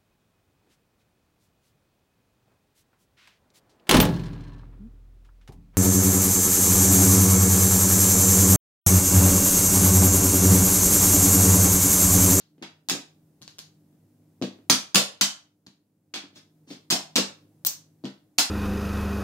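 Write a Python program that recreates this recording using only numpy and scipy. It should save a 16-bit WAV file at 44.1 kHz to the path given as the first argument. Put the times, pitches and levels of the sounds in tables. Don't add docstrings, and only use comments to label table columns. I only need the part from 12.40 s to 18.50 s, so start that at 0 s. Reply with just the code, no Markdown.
import sys
import numpy as np
from scipy import signal
from scipy.fft import rfft, irfft
from scipy.io import wavfile
from scipy.ndimage import uniform_filter1d

SR = 44100
rng = np.random.default_rng(int(sys.argv[2]) if len(sys.argv) > 2 else 0)


def master_out(mix):
    frames = np.transpose(np.atleast_2d(mix))
    ceiling = np.clip(frames, -1, 1)
    pcm = np.round(ceiling * 32767).astype(np.int16)
    wavfile.write(sys.argv[1], SR, pcm)


N = 269010
EVENT_N = 16384
T = np.arange(EVENT_N) / SR
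FREQS = np.arange(EVENT_N // 2 + 1) * SR / EVENT_N

# (time [s], rim to slap [s], slap to press [s], slap [dB], rim re slap [dB],
# press re slap [dB], brightness [Hz], slap thump [dB], press thump [dB], spot pitch [Hz])
MOVES = [ (0.216, 0.0088, 0.0036, -21, -34.5, -0.5, 2870, -29.5, -35.5, 277),
         (0.4871, 0.0099, .0170, -8, -5.5, -13, 8500, -29, -20, 282),
         (2.015, 0.0082, .0160, -18, -12.5, -11.5, 4350, -12, -22.5, 290),
         (2.2983, .0026, 0.0083, -2, 1, -9, 9200, -14, -12, 215),
         (2.545, 0.0027, .0090, -3, -10.5, 4, 10130, -18, -11.5, 175.8),
         (2.811, 0.0031, 0.0049, -5.5, 2.5, -12.5, 8800, -24.5, -25, 210),
         (3.7388, 0.003, .0175, -15, -4, -1.5, 3700, -35.5, -29.5, 275),
         (4.304, 0.0071, .0160, -33.5, 1.5, -1.5, 4800, -27, -39.5, 280),
         (4.502, .0052, .0170, -5, -7, -5.5, 8900, -23, -15, 266),
         (4.757, .0044, .0200, -3, -5, -9, 6700, -16.5, -13, 285),
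         (5.6388, 0.0065, .0085, -28, -9, 4.5, 3500, -18.5, -28, 251),
         (5.9817, .0036, .0075, -3, -6.5, -6, 10100, -24.5, -27.5, 285)]
def moves(rim_thump_db=-3.5, rock_s=.0055, rock_db=-10, rock_thump_db=-12.5):
    out = np.zeros((2, N))
    for (s, tip_s, press_s, slap_db, rim_db, press_db, bright_hz,
         slap_thump_db, press_thump_db, spot_hz) in MOVES:
        comb = square_comb()
        touch = (s, slap_db + rim_db, slap_thump_db + rim_thump_db)
        slap = (s + tip_s, slap_db, slap_thump_db)
        press = (s + tip_s + press_s, slap_db + press_db, press_thump_db)
        rocks = [(at + rock_s, db + rock_db, thump_db + rock_thump_db)
                 for at, db, thump_db in (slap, press)]
        for at, db, thump_db in [touch, slap, press] + rocks:
            add(out, at, panned(undb(db) * clack(bright_hz, comb), pan_db=-0.67))
            add(out, at, panned(undb(thump_db) * thump(spot_hz), pan_db=2))
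    return out


# (frequency [Hz], level [dB], t60 [s])
DISC_MODES = [(1127, -4.5, 0.33), (2270, -3.5, 0.14), (3080, 4.5, 0.083), (3247, -15, .15),
              (3520, 7, 0.041), (4874, 10.5, 0.13), (5071, -4, .12), (5888, -2.5, .12), (6200, -6, 0.17),
              (6750, 8.5, 0.042)]
# (frequency [Hz], gain [dB])
CLACK_EQ = [(40, -26), (150, -13.5), (300, -26), (480, -10.5), (700, -5), (1300, -5), (2200, -4.5),
            (3300, 1), (4800, 2.5), (6800, 1), (8500, -3.5), (11500, -6), (15500, -2)]
def clack(bright_hz, comb, wood_db=-8, disc_db=-13, room_db=2.5, gain_db=15):
    disc = unit(ring(DISC_MODES, rng.standard_normal(len(DISC_MODES))))
    direct = crack(t60_s=.009) + undb(wood_db) * burst(t60_s=.05) + undb(disc_db) * disc
    wet = stereo_lag(direct) + undb(room_db) * kitchen()
    return undb(gain_db) * colour(wet, comb * contact(CLACK_EQ, bright_hz))


def square_comb():
    grids_hz = np.arange(0, SR, 60), np.arange(0, SR, 280)
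    fine, broad = (np.interp(FREQS, hz, rng.standard_normal(len(hz))) for hz in grids_hz)
    return undb(2.4 * fine + 1.2 * broad - .6)


def contact(eq, bright_hz):
    return undb(lookup(eq, FREQS)) / np.sqrt(1 + (FREQS / bright_hz) ** 4)


# (frequency [Hz], level [dB], t60 [s])
BOARD_MODES = [(100, -7.5, 0.083), (138.5, -1.5, 0.21), (197.6, 2, 0.24), (252, -1, 0.21), (267, -5, 0.19),
               (283, 2.5, 0.18), (331.9, -5, 0.23), (398, -8.5, .21), (469, -7.5, .16), (511, -5.5, .13),
               (540, -9, .16), (603, -7, .25), (660, -6.5, .24), (786, -7, .17)]
def thump(spot_hz, spread_oct=0.8, rise_s=0.001, radiate_hz=135, knock_db=-9, room_db=-8, gain_db=16):
    def favour(hz):
        return 1 / (1 + (np.log2(np.maximum(hz, 1) / spot_hz) / spread_oct) ** 2)
    bending = ring(BOARD_MODES, favour(np.array(BOARD_MODES)[:, 0])) * (1 - np.exp(-T / rise_s))
    modes = unit(signal.sosfilt(signal.butter(3, radiate_hz, "high", fs=SR, output="sos"), bending))
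    knock = unit(colour(burst(t60_s=.035), favour(FREQS) ** 2))
    room = unit(colour(kitchen(), favour(FREQS) ** 2))
    return undb(gain_db) * (stereo_lag(modes + undb(knock_db) * knock) + undb(room_db) * room)


# (time [s], frequency [Hz], half width [Hz], level [dB])
FREE_RINGS = [(2.301, 4874, 70.4, -11), (2.558, 520, 130, -9), (2.814, 3080, 130, -9.5),
              (2.815, 6150, 100, -13), (4.509, 712, 105, -11), (4.508, 5380, 70.3, -7),
              (4.762, 5230, 148.2, -11.5), (4.775, 460, 120, -9.5), (5.264, 6100, 800, -10),
              (5.265, 15450, 150, -23)]
def free_rings(gain_db=11):
    out = np.zeros((2, N))
    for s, hz, half_width_hz, db in FREE_RINGS:
        resonance = 1 / (1 + ((FREQS - hz) / half_width_hz) ** 2)
        add(out, s, undb(db + gain_db) * unit(colour(kitchen(), resonance)))
    return out


# (time [s], clicks [count], gap [s], first click [dB], step per click [dB],
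# brightness [Hz], first rim snap [dB], left minus right [dB])
CAPTURES = [ (-0.02, 2, .005, -23.5, -4.5, 4600, -80, 0.5), (1.0175, 3, .0063, -26.5, 0, 6950, -59, 2.5),
            (1.0783, 2, 0.0046, -19, -21, 5700, -58, 0.5), (1.185, 2, 0.0056, -18.5, 2.5, 8000, -52, 0.5),
            (3.2649, 2, .0034, -31.5, 7.5, 4630, -86, 0.5), (5.2495, 2, .0038, -9.5, -12, 9000, -5, 1.5),
            (5.263, 4, 0.0026, -13, 1.5, 12000, -2.5, 0)]
def captures():
    out, comb = np.zeros((2, N)), square_comb()
    for s, count, gap_s, db, step_db, bright_hz, rim_db, pan_db in CAPTURES:
        for k in range(count):
            hit = panned(undb(db) * click(bright_hz, comb), pan_db) + undb(rim_db) * rim_snap()
            add(out, s + k * gap_s, undb(k * step_db) * hit)
    return out


# (frequency [Hz], gain [dB])
CLICK_EQ = [(60, -8), (400, -13.5), (800, -12), (1400, -11), (2100, -11), (4200, -3), (6500, -4),
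            (8500, -13), (11000, -8.5), (15500, -14)]
def click(bright_hz, comb, room_db=-3, gain_db=13):
    wet = stereo_lag(crack(t60_s=.0045)) + undb(room_db) * kitchen()
    return undb(gain_db) * colour(wet, comb * contact(CLICK_EQ, bright_hz))


# (frequency [Hz], gain [dB])
RIM_EQ = [(3000, -39.5), (8000, -5.5), (11000, -17.5), (13500, -2), (15300, 2), (17000, -25)]
def rim_snap(room_db=-7, gain_db=11):
    direct = panned(stereo_lag(burst(t60_s=.009)), pan_db=5)
    return undb(gain_db) * colour(direct + undb(room_db) * kitchen(), undb(lookup(RIM_EQ, FREQS)))


# (time [s], level [dB], spot pitch [Hz])
BUMPS = [(0.181, -42.5, 290), (0.5362, -18.5, 280), (1.013, -40.5, 140.8), (1.186, -46.5, 302),
         (1.528, -52, 200), (2.188, -40.5, 302), (3.267, -38, 163.3), (3.837, -36, 284),
         (3.929, -48.5, 303), (3.962, -40, 309), (4.275, -42, 272), (5.05, -52, 284), (5.251, -35.5, 104)]
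def bumps(clack_db=-5.5, bright_hz=1900):
    out = np.zeros((2, N))
    for s, db, spot_hz in BUMPS:
        add(out, s, undb(db) * (thump(spot_hz) + undb(clack_db) * clack(bright_hz, square_comb())))
    return out


# (time [s], length [s], level [dB])
SLIDES = [(3.925, 0.035, -48), (3.949, 0.035, -29), (4.267, 0.078, -28.5), (4.304, 0.032, -31)]
def slides(grain_db=4, bright_hz=5500, room_db=2, gain_db=12):
    out = np.zeros((2, N))
    for s, length_s, db in SLIDES:
        stroke = np.sin(np.pi * np.minimum(T / length_s, 1))
        friction = stroke * rng.standard_normal(EVENT_N)
        slips = unit(friction * undb(grain_db * rng.standard_normal(EVENT_N)))
        room = signal.fftconvolve(slips[None], kitchen(), axes=1)[:, :EVENT_N]
        wet = stereo_lag(slips) + undb(room_db) * room
        add(out, s, undb(db + gain_db) * colour(wet, contact(CLACK_EQ, bright_hz)))
    return out


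# (frequency [Hz], t60 [s])
KITCHEN_T60 = [(150, 0.11), (700, 0.34), (1800, .31), (5500, 0.27), (8500, 0.25), (13000, 0.21),
               (16000, 0.13)]
def kitchen(first_s=0.0005, build_s=0.004, coherent_hz=430):
    mid, side = rfft(rng.standard_normal((2, EVENT_N)))
    coherence = 1 / (1 + (FREQS / coherent_hz) ** 3)
    field = np.sqrt(1 + coherence) * mid + np.sqrt(1 - coherence) * side * np.array([[1], [-1]])
    centres_hz, t60s = np.transpose(KITCHEN_T60)
    bands = (np.interp(FREQS, centres_hz, row) for row in np.eye(len(centres_hz)))
    tail = sum(irfft(field * band) * decay(t60_s) for band, t60_s in zip(bands, t60s))
    return unit(tail * (1 - np.exp(-np.maximum(T - first_s, 0) / build_s)))


# (frequency [Hz], level [dB])
FRIDGE_TONES = [(102.3, -78.5), (156.1, -73), (199.2, -83), (247.6, -81), (296.1, -77)]
def fridge(waver_db=-4.5, drift_rad=.5):
    t = np.arange(N) / SR
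    knots_s = np.linspace(0, t[-1], num=30)
    hum = 0
    for hz, db in FRIDGE_TONES:
        waver, drift = (np.interp(t, knots_s, rng.standard_normal(len(knots_s))) for _ in range(2))
        hum += np.sqrt(2) * undb(db + waver_db * waver) * np.sin(2 * np.pi * hz * t + drift_rad * drift)
    return hum


# (frequency [Hz], gain [dB])
AIR_EQ = [(15, -55.5), (25, -22), (64, -26), (78, -20.5), (96, -6), (123, -9.5), (157, -4.5), (270, -13.5),
          (301, -0.5), (344, -13.5), (695, -23.5), (1160, -33.5), (1740, -36.5), (3080, -41),
          (16000, -38.5)]
def room_air(gain_db=-68.5, wide_hz=1200):
    hz = np.fft.rfftfreq(N, 1 / SR)
    mid, side = rfft(rng.standard_normal((2, N))) * undb(lookup(AIR_EQ, hz))
    air = irfft(mid + side * hz / (hz + wide_hz) * np.array([[1], [-1]]), N)
    return undb(gain_db) * air / air.std()


# (time [s], gain [dB])
RECORDER_GAIN = [(0, 0.5), (.4, 0.5), (.8, 4.5), (2.2, 5), (3.1, -2), (3.6, -3.5), (4.2, 3.5), (5.1, 5.5),
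                 (6.1, 2)]
def background():
    return (room_air() + fridge()) * undb(np.interp(np.arange(N) / SR, *np.transpose(RECORDER_GAIN)))


def crack(t60_s, tick_db=-12):
    return undb(tick_db) * (T == 0) + burst(t60_s)


def burst(t60_s):
    spectrum = rfft(rng.standard_normal(EVENT_N) * decay(t60_s))
    smooth_power = uniform_filter1d(np.abs(spectrum) ** 2, size=900)
    return unit(irfft(spectrum / np.sqrt(smooth_power + 1e-12)))


def ring(modes, drives):
    return sum(drive * undb(db) * np.cos(2 * np.pi * hz * T) * decay(t60_s)
               for (hz, db, t60_s), drive in zip(modes, drives))


def decay(t60_s):
    return np.exp(-np.log(1000) * T / t60_s)


def colour(x, gain):
    cepstrum = irfft(np.log(gain + 1e-9))
    cepstrum[1:EVENT_N // 2] *= 2
    cepstrum[EVENT_N // 2 + 1:] = 0
    fade_out = np.minimum(10 * (1 - T / T[-1]), 1) ** 2
    return irfft(rfft(x) * np.exp(rfft(cepstrum))) * fade_out


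def lookup(points, hz):
    knots_hz, values = np.transpose(points)
    return np.interp(np.log(np.maximum(hz, 1)), np.log(knots_hz), values)


def stereo_lag(x):
    lag = rng.integers(1, 10)
    return np.array([x, np.pad(x, (lag, 0))[:EVENT_N]])


def panned(x, pan_db):
    return x * undb([[pan_db / 2], [-pan_db / 2]])


def undb(db):
    return 10 ** (np.asarray(db) / 20)


def unit(x):
    return x / np.sqrt(np.sum(x ** 2, axis=-1, keepdims=True))


def add(track, s, sound):
    start = int(s * SR)
    sound, start = sound[..., max(-start, 0):], max(start, 0)
    n = min(sound.shape[-1], N - start)
    track[..., start:start + n] += sound[..., :n]


def scene():
    return background() + moves() + captures() + bumps() + free_rings() + slides()


def record(dry, low_hz=22, top_hz=15700):
    thin = signal.sosfilt(signal.butter(1, low_hz, "high", fs=SR, output="sos"), dry)
    return signal.sosfilt(signal.ellip(10, .2, 80, top_hz, fs=SR, output="sos"), np.clip(thin, -1, 1))


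dry = scene()
out = record(dry)
master_out(out)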